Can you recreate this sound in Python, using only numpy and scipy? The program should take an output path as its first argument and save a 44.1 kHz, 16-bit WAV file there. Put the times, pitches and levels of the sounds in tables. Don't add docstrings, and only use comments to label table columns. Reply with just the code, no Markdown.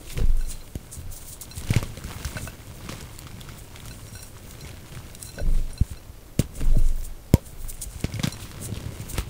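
import sys
import numpy as np
from scipy import signal
from scipy.fft import rfft, irfft
from scipy.io import wavfile

SR = 44100
rng = np.random.default_rng(int(sys.argv[2]) if len(sys.argv) > 2 else 0)


def nominal_scale(level):
    x = np.asarray(level, float) / 20
    return 10 ** x


def output_pcm(signal):
    pcm = np.clip(np.atleast_2d(signal).T, -1, 1) * 32767
    wavfile.write(sys.argv[1], SR, np.round(pcm).astype(np.int16))


N = 409688

# [t/s, peak level/dB, ring of the piece f/Hz, fine splinters peak level/dB]
LUMP_CRACKS = [(0.175, -22.5, 2460, -45), (0.754, -28, 2960, -38), (1.411, -33, 7000, -37),
               (1.5685, -31, 4150, -52), (1.581, -29, 3720, -34), (1.6916, -26, 3000, -50),
               (1.706, -26, 2210, -29), (1.7377, -16, 2400, -50), (1.763, -14.5, 2260, -31),
               (1.773, -23, 970, -46), (1.7866, -32, 1200, -47), (1.828, -20.5, 1140, -35),
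               (2.247, -21, 1530, -34), (2.4733, -31, 1500, -40), (2.8905, -23, 1120, -46),
               (2.923, -37, 1020, -55), (3.269, -28, 1230, -60), (4.9507, -30.5, 2270, -49),
               (5.227, -24, 8200, -30.5), (6.392, -18.5, 2330, -27.5), (7.3388, -16, 2250, -23),
               (8.0417, -18.5, 2300, -57), (8.139, -25.5, 4700, -56), (8.195, -21.5, 2200, -53),
               (8.2336, -15, 1120, -44), (8.238, -14.5, 3600, -43), (8.273, -17.5, 2220, -31.5),
               (8.743, -27.5, 3720, -46), (8.7646, -39, 2900, -39.5), (9.181, -27, 3840, -26)]
# [t/s, peak level/dB, ring of the piece f/Hz, fine splinters peak level/dB]
CHIP_SNAPS = [(0.101, -27, 2420, -37), (1.611, -30, 3970, -37), (1.646, -32, 4300, -46),
              (1.672, -53, 2260, -37), (1.9727, -27, 3370, -44), (2.04, -31, 1480, -37),
              (2.367, -26, 1610, -46), (3.008, -44, 5500, -39), (3.19, -29, 4440, -32.5),
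              (3.412, -26, 3440, -45), (3.488, -31, 1460, -50), (3.7598, -29, 3130, -54),
              (3.856, -35, 1320, -38), (3.8823, -29, 3010, -36), (4.228, -32, 4640, -43),
              (4.51, -30, 3910, -35), (4.6084, -39, 4610, -42), (4.67, -40, 2250, -42),
              (4.691, -32, 2440, -40), (4.9217, -31, 2340, -60), (5.15, -29, 4020, -37),
              (5.3846, -32, 1430, -54), (7.726, -33, 2640, -41), (7.8164, -43, 2010, -35),
              (8.156, -30, 3400, -45), (8.2925, -31, 4530, -49), (8.3246, -38, 4640, -31),
              (8.527, -38, 1400, -56), (9.1347, -31, 3520, -32)]
# [t/s, peak level/dB, bowl pitch f/Hz, t60/s, contact/ms]
LUMP_THUMPS = [(0.213, -6, 52, 0.056, 3.3), (0.236, -12, 75.4, 0.062, 2), (0.29, -20, 87, 0.1, 4.4),
               (0.755, -16.5, 71.4, 0.06, 0.4), (0.966, -25, 90, 0.15, 5.3), (0.982, -28, 110, 0.15, 6),
               (1.001, -32, 126, 0.53, 3.7), (1.5712, -24, 98, 0.18, 3.3), (1.827, -16, 72.0, 0.044, 0.54),
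               (1.9735, -18, 124.0, 0.028, 2.6), (2.2485, -17, 84, 0.1, 3.8),
               (2.046, -20.5, 68.6, 0.079, 1.1), (2.448, -19, 102, 0.029, 1.5),
               (2.357, -20.5, 104, 0.055, 0.8), (2.894, -18, 103.0, 0.032, 0.64),
               (4.972, -30, 132, 0.18, 1.5), (5.412, -21, 84, 0.1, 2.5), (5.473, -33, 89, 0.15, 4.5),
               (5.514, -28, 89.5, 0.24, 4.1), (5.8097, 4, 74.5, 0.036, 3.6), (5.9106, -23, 86.0, 0.12, 2.2),
               (6.092, -24, 73, 0.077, 4.2), (6.3933, -1.5, 94, 0.029, 0.3), (6.767, -14.5, 131, 0.14, 1.6),
               (7.3386, 4, 85, 0.036, 0.23), (7.859, -25.5, 63, 0.21, 3.9), (7.9545, -14, 73.4, 0.049, 4.5),
               (8.0425, -4.5, 72.6, 0.027, 0.52), (8.137, -24, 142, 0.23, 2.1),
               (8.1947, -10.5, 124.0, 0.03, 2.4), (8.239, -6, 154, 0.041, 2.4),
               (8.273, -7.5, 121, 0.035, 2), (8.77, -19, 80, 0.052, 1.3), (8.999, -25, 126, 0.1, 0.77),
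               (8.723, -18.5, 104, 0.068, 0.72), (9.1365, -13, 50.0, 0.036, 1.9),
               (9.1826, -16.5, 68.7, 0.15, 0.14)]
# [t/s, peak level/dB, bowl pitch f/Hz, t60/s, contact/ms]
POWDER_DROPS = [
    (1.7045, -5, 115, 0.054, 1.0),
    (1.7612, -4.5, 117, 0.068, 1),
]
# [peak t/s, build-up/s, fade/s, crumbling level/dB, load on the bowl level/dB]
SQUEEZES = [(.19, 0.06, 0.092, -44.5, -29.5), (.5, 0.61, 0.33, -57, -50), (.99, 0.056, 0.14, -71.5, -45),
            (1.744, 0.2, 0.25, -41, -34), (2.1, 0.12, 0.13, -43.5, -43), (2.381, 0.44, 0.16, -43.5, -38),
            (2.905, .015, 0.059, -41.5, -50), (2.919, 0.3, 0.3, -47.5, -40), (3.57, 4.8, 0.13, -51.5, -44),
            (3.879, 0.46, 0.61, -51, -44), (4.69, 0.54, 0.33, -49, -43), (4.95, 0.16, 0.55, -50, -43),
            (5.494, 0.17, 0.21, -55, -34), (5.813, 0.94, 0.48, -55, -55), (6.407, 0.015, 0.046, -41, -26),
            (6.623, 0.13, 0.32, -50, -34), (6.85, 0.44, 0.3, -58.5, -52), (7.4, 0.42, 1.6, -62, -51.5),
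            (8.098, 0.22, 0.3, -53, -39.5), (8.25, 0.023, 0.055, -38, -50), (8.255, 0.79, 4, -49.5, -59),
            (8.756, 0.7, 1.5, -58.5, -37), (9.19, 0.051, 0.038, -38, -33.5)]
# [f/Hz, width/Hz, level/dB]
CHALK_RINGS = [(1007, 410, -1), (1500, 400, -6), (2170, 160, -6), (2830, 650, -7.5), (3840, 2500, -5)]
# [f/Hz, level/dB per Hz]
CRUMB_SPECTRUM = [(300, 8.5), (700, 2), (1400, -0.5), (2800, 0), (5400, -5), (8500, -7), (12000, -16),
                  (16000, -11.5)]
# [t/s, peak level/dB, centre of the click f/Hz]
CRUMB_POPS = [(0.257, -41, 8250), (0.3695, -34, 8590), (0.677, -37.5, 3320), (1.511, -51.5, 5500),
              (1.4196, -25, 8850), (1.454, -36, 3690), (1.6366, -29, 4000), (1.712, -24.5, 2200),
              (1.805, -32, 2170), (2.0425, -35, 6600), (2.2293, -31, 3170), (2.251, -21, 6100),
              (7.349, -34, 7500), (2.475, -27, 1050), (2.6716, -33, 7310), (2.854, -41, 5800),
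              (2.9068, -43, 3400), (2.9252, -26.5, 1770), (2.9781, -44, 1430), (3.0265, -35, 7460),
              (3.161, -35, 4660), (3.3133, -34, 1450), (3.3453, -43, 3610), (3.3857, -37, 1250),
              (3.407, -34, 6600), (3.8022, -32.5, 3200), (4.3814, -38, 6200), (4.6737, -34, 3440),
              (4.9407, -43, 3940), (4.9726, -32, 1420), (5.1118, -41, 6520), (5.2, -37, 8020),
              (5.318, -38, 7930), (5.6016, -44, 3670), (6.6139, -33, 1260), (6.8873, -32.5, 6600),
              (7.01, -36, 4770), (7.032, -34, 9050), (7.053, -34, 8270), (6.393, -22, 4370),
              (7.3602, -40, 3250), (7.701, -38, 9650), (8.0023, -34, 5060), (8.0088, -29, 7340),
              (7.339, -16, 4600), (8.37, -33, 1570), (8.516, -38, 3900), (8.5451, -32, 1440),
              (8.583, -32, 1680), (8.656, -32.5, 5170), (8.6905, -34, 3310), (8.7222, -38, 3370),
              (8.7736, -31, 3540), (8.8349, -47, 2010), (8.859, -41, 3710), (8.9691, -41, 11030)]
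# [t/s, peak level/dB]
SPLINTER_SPITS = [(1.4135, -25), (1.419, -32), (3.1903, -31), (3.4115, -38), (4.2285, -30), (7.3387, -21),
                  (8.0436, -33), (8.2725, -33), (9.181, -31)]
# [peak t/s, build-up/s, fade/s, rubbing level/dB]
SKIN_STROKES = [(.128, 0.085, 0.027, -39.5), (.375, 0.017, .5, -49.5), (0.511, 0.029, 0.061, -34),
                (0.93, 0.017, 0.067, -35), (1.005, 0.037, 0.036, -44), (1.125, 0.019, 0.036, -40),
                (1.163, .03, 0.064, -40), (1.255, 0.13, 0.068, -50), (1.333, 0.15, 0.033, -36.5),
                (1.42, 0.012, 0.037, -33.5), (1.578, 0.076, 0.08, -38.5), (1.948, 0.14, 0.99, -46.5),
                (2.472, 0.41, 0.026, -45.5), (3.588, 0.022, 0.026, -40.5), (3.85, 0.2, 0.91, -51),
                (4.236, 0.24, 0.04, -46), (4.52, 0.11, .1, -53), (5.055, 0.14, 0.13, -49.5),
                (5.264, 0.071, 0.1, -46), (5.595, 0.11, 0.1, -50), (5.79, 0.053, 0.099, -47),
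                (5.921, 0.12, 0.035, -44.5), (6.399, 0.0062, 0.0096, -23.5), (6.56, 0.035, 0.067, -43),
                (6.607, 0.022, .02, -39), (6.647, .05, 0.051, -43.5), (6.79, .03, .03, -46.5),
                (6.89, 0.13, 0.045, -49), (6.97, 0.09, 0.073, -49), (7.05, 0.025, 0.022, -40.5),
                (7.465, 0.04, 0.12, -45), (7.7, 0.021, .015, -36), (7.745, .02, .03, -49),
                (7.9, 0.073, .1, -53), (7.612, 0.033, 0.055, -38), (7.822, 0.009, 0.019, -33),
                (7.84, 0.024, 0.0082, -35), (8.01, 0.17, 0.044, -42.5), (8.421, 0.033, 0.089, -41.5),
                (8.656, 0.049, 0.024, -37.5), (9.016, 0.025, 0.025, -43), (8.62, 0.027, .04, -47),
                (9.1, 0.017, 0.043, -35.5), (9.14, .03, 0.046, -41), (9.2, 0.029, 0.024, -37)]
# [f/Hz, level/dB per Hz]
SKIN_SPECTRUM = [(1500, -28), (2500, -8), (3900, -5.5), (5400, -3), (6500, -0.5), (9300, 1.5), (11800, -9),
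                 (14400, -0.5)]
# [peak t/s, build-up/s, fade/s, scraping level/dB]
LUMP_SCRAPES = [(.125, 0.11, .035, -43), (.515, 0.026, 0.087, -49.5), (1.58, 0.035, 0.054, -47),
                (5.59, 0.086, 0.077, -52), (6.61, 0.02, 0.022, -51), (7.04, 0.1, 0.12, -55.5),
                (8.43, .06, .08, -46), (8.775, .03, 0.028, -44), (8.86, .02, 0.036, -51),
                (9.01, 0.023, 0.031, -50), (9.2, 0.079, .06, -45)]
# [t/s, peak level/dB]
CORE_PINGS = [(1.7385, -19), (8.043, -36), (8.061, -39), (8.123, -31), (8.156, -29), (8.273, -37)]
# [t/s, peak level/dB, f/Hz]
BOWL_KNOCKS = [(0.179, -43, 327), (0.186, -30, 470), (0.196, -27, 386), (0.211, -30, 450),
               (0.753, -35, 310), (1.704, -34, 331), (1.732, -27, 570), (1.7815, -29, 940),
               (1.78, -39, 386), (1.826, -25.5, 554), (1.971, -30, 526), (2.367, -29.5, 620),
               (2.473, -30.5, 670), (2.889, -41, 331), (2.92, -28, 548), (5.378, -25.5, 545),
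               (5.399, -19.5, 575), (6.3932, -17.5, 430), (6.611, -20.5, 268), (6.76, -47, 234),
               (6.731, -37, 610), (6.746, -31, 613), (6.757, -27, 583), (6.772, -40, 373),
               (6.797, -42, 600), (7.339, -20.5, 514), (7.352, -24, 937), (7.362, -28, 526),
               (7.3395, -23, 984), (7.381, -28.5, 550), (8.042, -24.5, 354), (8.193, -26, 533),
               (8.235, -18.5, 327), (8.271, -26, 570), (8.688, -27, 382), (0.061, -34.5, 346),
               (0.008, -32, 296)]
# [t/s, level/dB, favoured pitch/octaves above lowest mode, fall away from it/dB per octave]
BANGLE_KNOCKS = [(0.409, -57, 1.4, -1), (.449, -55, 1.4, 10), (0.516, -52, 1.45, 31),
                 (0.544, -59, 1.45, 31), (.61, -57, 1.45, 27), (1.513, -47, 1.45, 9.5),
                 (2.369, -41.5, .01, 8), (2.378, -46, .83, 23), (2.475, -37.5, 0.45, 23),
                 (3.91, -47.5, 0.97, 8), (4.079, -52, 2, 15), (4.169, -51, 3, 2.5), (4.134, -55, 2, 11),
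                 (4.153, -54, 1.9, 0), (4.193, -51.5, 1.7, 7), (4.23, -44.5, 3.1, 5),
                 (4.609, -49, 1.65, 13), (5.215, -55, 1.1, 18), (5.246, -54, 2.3, 10),
                 (5.254, -54, .83, 22), (5.255, -48, 2.3, 21), (5.27, -49, 1.3, 18), (5.29, -48.5, 1.5, 10),
                 (5.291, -54, 2.8, 14), (5.342, -58, .83, 25), (5.345, -57, 2.3, 12),
                 (5.357, -52.5, 1.8, 10), (5.386, -45.5, 0.25, 10), (5.386, -61, 1.45, 20),
                 (5.405, -56.5, 2.4, 2), (5.705, -57, 1.9, 5), (5.731, -46, 2.64, 22),
                 (5.777, -46.5, 1.3, 11), (5.97, -55.5, 1.3, 7), (6.759, -59, 1.7, 2),
                 (6.785, -53, 1.1, 13), (8.323, -39, 1.6, 18), (8.327, -45, 2.4, 20)]
# [f/Hz, t60/s, level/dB]
BANGLE_MODES = [(1500, 0.068, 5), (2650, 0.12, -3), (4110, 0.083, 2), (5620, 0.14, -0.5), (7260, 0.074, -4),
                (8630, 0.076, 0.5), (10350, 0.074, 1.5), (13925, .14, -10)]
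# [f/Hz, level/dB per Hz]
BOWL_SPECTRUM = [(30, -13), (50, -3.5), (115, 0), (150, -7.5), (300, -16.5), (620, -24), (800, -53),
                 (1500, -85.5)]
# [widest swing t/s, build-up/s, swing level/dB, rocking f/Hz]
TABLE_NUDGES = [(0.297, 0.09, -12.5, 22.34), (0.39, 0.33, -23, 22), (1.061, 0.034, -29, 22),
                (1.793, 0.22, -27.5, 21), (5.481, 0.062, -14, 24.3), (5.562, 0.088, -17, 22),
                (6.442, 0.065, -39, 24), (6.717, 0.11, -9.5, 22.75), (6.858, 0.11, -11, 21.6),
                (7.029, 0.079, -27.5, 23.5), (7.118, 0.096, -29, 21.3), (7.646, 0.12, -27.5, 24.5),
                (9.105, .1, -38, 22)]
# [f/Hz, level/dB per Hz]
ROOM_SPECTRUM = [(12, -9), (25, -4.5), (55, -10.5), (120, -23), (300, -26), (600, -28), (900, -33.5),
                 (2600, -42)]

REST_CRUMB_DB, REST_LOAD_DB, REST_SWING_DB = -64, -53.5, -55
SLIDE_UNDER_CRUMBS_DB = -6
SWELL_DB = 15
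POWDER_HZ = 640
SPIT_HZ = 14500
CORE_HZ, CORE_T60_S = 2200, 0.025
STAND_HZ, SETTLE_S = 22, 0.16
ROOM_DB = -45
TOP_HZ = 15700


def level(x):
    return x / np.sqrt(np.mean(x ** 2))


def add_at(out, s, sound):
    start = int(s * SR)
    out[start:start + len(sound)] += sound


def colour(x, shape):
    hz, db = np.transpose(shape)
    grid = np.maximum(np.arange(4097) * SR / 8192, 1)
    cepstrum = irfft(np.log(nominal_scale(np.interp(np.log(grid), np.log(hz), db))))
    cepstrum[1:4096] *= 2
    cepstrum[4097:] = 0
    response = irfft(np.exp(rfft(cepstrum)))
    return signal.fftconvolve(x, response)[:N]


def band(x, hz, width):
    return signal.lfilter(*signal.iirpeak(hz, hz / width, fs=SR), x)


def walk(rate):
    held = rng.standard_normal(4000)
    return np.interp(np.arange(N) * rate / SR, np.arange(len(held)), held)


def grains(rate, spread_db, burst_ms):
    draw, size, noise = rng.random(N), rng.exponential(size=N), rng.standard_normal(N)
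    kicks = (draw < rate / SR) * nominal_scale(spread_db * np.minimum(size, 5))
    fade = np.exp(-1000 / (burst_ms * SR))
    return noise * signal.lfilter([1], [1, -fade], kicks)


def swells(peak_s, rise_s, fade_s, db, rest_db):
    t, power = np.arange(0, N, 64) / SR, 0
    for s, rise, fade, peak_db in np.broadcast(peak_s, rise_s, fade_s, db):
        away = np.where(t < s, (s - t) / rise, (t - s) / fade)
        power = power + nominal_scale(peak_db - SWELL_DB * away) ** 2
    return 10 * np.log10(np.interp(np.arange(N) / SR, t, power) + nominal_scale(rest_db) ** 2)


def cracks():
    out, t = np.zeros(N + SR), np.arange(SR // 12) / SR
    coarse = signal.butter(2, [1100, 6000], "band", fs=SR, output="sos")
    fine = signal.butter(2, [4200, 11500], "band", fs=SR, output="sos")
    for table, run_s, debris_db in ((LUMP_CRACKS, 0.0014, -22), (CHIP_SNAPS, 0.0009, -26)):
        snap = (1 - np.exp(-t / 0.0004)) * np.exp(-t / run_s)
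        for s, db, hz, fine_db in table:
            noise, steps = rng.standard_normal((2, len(t)))
            jerks = nominal_scale(3.0 * np.repeat(steps, 24)[:len(t)])
            click = 6 * (np.arange(len(t)) == 14)
            burst = (noise * jerks + click) * snap
            debris = noise * jerks ** 1.5 * nominal_scale(debris_db)
            ring = signal.lfilter(*signal.iirpeak(hz, 6.0, fs=SR), burst)
            piece = signal.sosfilt(coarse, 0.32 * burst + 2 * debris * np.exp(-t / 0.02)) + 3.2 * ring
            splinters = signal.sosfilt(fine, burst + debris * np.exp(-t / 0.012))
            piece = nominal_scale(db) * piece / abs(piece).max()
            splinters = nominal_scale(fine_db + 10.0) * splinters / abs(splinters).max()
            add_at(out, s, piece + splinters)
    return out[:N]


def thumps():
    out, t = np.zeros(N + SR), np.arange(SR // 4) / SR
    slowing_s = 0.728 * t + 0.0052 * (1 - np.exp(-t / 0.0043))
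    for table, swing_s in ((LUMP_THUMPS, slowing_s), (POWDER_DROPS, t)):
        for s, db, hz, t60, contact_ms in table:
            push = 1 - np.exp(-(1000 * t / contact_ms) ** 2)
            swing = 1000. ** (-t / t60) * np.cos(2 * np.pi * hz * swing_s)
            add_at(out, s, nominal_scale(db) * push * swing)
    return signal.sosfilt(signal.butter(4, POWDER_HZ, fs=SR, output="sos"), out[:N])


def crumbling(db):
    cluster = nominal_scale(2.8 * walk(40))
    bits = level(grains(500 * cluster, 3.6, 0.5)) + 0.65 * rng.standard_normal(N)
    body = 0
    for hz, width, ring_db in CHALK_RINGS:
        body = body + nominal_scale(ring_db) * level(band(grains(220 * cluster, 2.6, 0.9), hz, width))
    return nominal_scale(db + 3.0) * level(level(colour(bits, CRUMB_SPECTRUM)) + 0.7 * level(body))


def ticks():
    out, t = np.zeros(N + SR), np.arange(SR // 100) / SR
    snap = (1 - np.exp(-t / 0.0004)) * np.exp(-t / 0.0008)
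    pops = CRUMB_POPS + [(s, db, SPIT_HZ) for s, db in SPLINTER_SPITS]
    for s, db, hz in pops:
        noise = rng.standard_normal(len(t))
        click = signal.lfilter(*signal.iirpeak(hz, 1 + hz / 8000, fs=SR), noise * snap)
        add_at(out, s, nominal_scale(db + 2.0) * click / abs(click).max())
    return out[:N]


def rubbing(db):
    slips = nominal_scale(3.0 * walk(45))
    hiss = level(rng.standard_normal(N) * slips) + 0.5 * level(grains(900, 3.5, 0.7))
    patches = 0
    for hz in (4200, 6700, 8900, 10500, 14000):
        patches = patches + nominal_scale(5.6 * walk(14)) * band(hiss, hz, 0.35 * hz)
    return nominal_scale(db) * level(colour(patches, SKIN_SPECTRUM))


def scraping(db):
    grit = level(grains(4000, 2.0, 0.6))
    low_ring = nominal_scale(2.9 * walk(23)) * band(grit, 2550, 810)
    high_ring = nominal_scale(1.8 * walk(33) - 1.5) * band(grit, 3600, 1100)
    return nominal_scale(db) * level(low_ring + high_ring)


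def pings():
    out, t = np.zeros(N + SR), np.arange(SR // 16) / SR
    ring = (1 - np.exp(-t / 0.00089)) * 1000. ** (-t / CORE_T60_S) * np.sin(2 * np.pi * CORE_HZ * t)
    for s, db in CORE_PINGS:
        add_at(out, s, nominal_scale(db) * ring)
    return out[:N]


def clunks():
    out, t = np.zeros(N + SR), np.arange(SR // 8) / SR
    envelope = (1 - np.exp(-t / 0.002)) * 1000. ** (-t / 0.046)
    wall = 0.51 * np.sin(2 * np.pi * 470 * t) + 0.28 * np.sin(2 * np.pi * 640 * t)
    for s, db, hz in BOWL_KNOCKS:
        add_at(out, s, nominal_scale(db) * envelope * (np.sin(2 * np.pi * hz * t) + wall))
    return out[:N]


def bangle():
    out, t = np.zeros(N + SR), np.arange(SR // 4) / SR
    hz, t60, mode_db = np.transpose(BANGLE_MODES)[:, :, None]
    pair = np.sin(2 * np.pi * hz * t) + 0.2 * np.sin(2 * np.pi * 1.006 * hz * t)
    rings = 1000. ** (-t / t60) * pair
    octaves = np.log2(hz / hz[0])
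    for s, knock_db, favoured, fall_db in BANGLE_KNOCKS:
        db = knock_db + mode_db - fall_db * abs(octaves - favoured) + rng.standard_normal(hz.shape)
        add_at(out, s, np.sum(nominal_scale(db + 7.5) * rings, axis=0))
    return out[:N] * nominal_scale(1.5 * walk(70))


def bowl(db):
    pushes = level(grains(200, 2.5, 3.0)) + rng.standard_normal(N)
    return nominal_scale(db + 2.5) * level(colour(pushes, BOWL_SPECTRUM))


def stand():
    cycles = np.cumsum(STAND_HZ * (1 + 0.051 * walk(16.0))) / SR
    sway = nominal_scale(REST_SWING_DB) * np.sqrt(2) * np.sin(2 * np.pi * cycles)
    out, t = np.zeros(N + 2 * SR), np.arange(-SR // 2, SR // 2) / SR
    for s, rise_s, db, hz in TABLE_NUDGES:
        envelope = nominal_scale(db - SWELL_DB * np.where(t < 0, (t / rise_s) ** 2, t / SETTLE_S))
        swing = sum(share * np.cos(2 * np.pi * k * hz * t) for k, share in ((1, 1), (2, 0.15), (3, 0.1)))
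        add_at(out, s, envelope * swing)
    return out[SR // 2:SR // 2 + N] + sway


def room():
    return nominal_scale(ROOM_DB) * level(colour(rng.standard_normal(N), ROOM_SPECTRUM))


def scene():
    *timing, crumb_db, load_db = np.transpose(SQUEEZES)
    crumb_db = swells(*timing, crumb_db, REST_CRUMB_DB)
    load_db = swells(*timing, load_db, REST_LOAD_DB)
    rub_db = swells(*np.transpose(SKIN_STROKES), crumb_db + SLIDE_UNDER_CRUMBS_DB)
    scrape_db = swells(*np.transpose(LUMP_SCRAPES), -90)
    near = cracks() + crumbling(crumb_db) + ticks() + rubbing(rub_db)
    near = near + scraping(scrape_db) + pings() + clunks() + bangle()
    t = np.arange(SR // 5) / SR
    tail = rng.standard_normal(len(t)) * 1000. ** (-t / 0.15)
    tail = tail / np.sqrt(np.sum(tail ** 2))
    wet = nominal_scale(-17) * signal.fftconvolve(near, tail)[:N]
    return (near + wet + thumps() + bowl(load_db) + stand() + room())[None]


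def band_limit(x):
    return signal.sosfilt(signal.butter(12, 16330, fs=SR, output="sos"), x)


def record(dry):
    cut = signal.sosfilt(signal.ellip(10, 0.3, 60, TOP_HZ, fs=SR, output="sos"), dry)
    return band_limit(np.clip(cut, -1, 1))


dry = scene()
out = record(dry)
output_pcm(out)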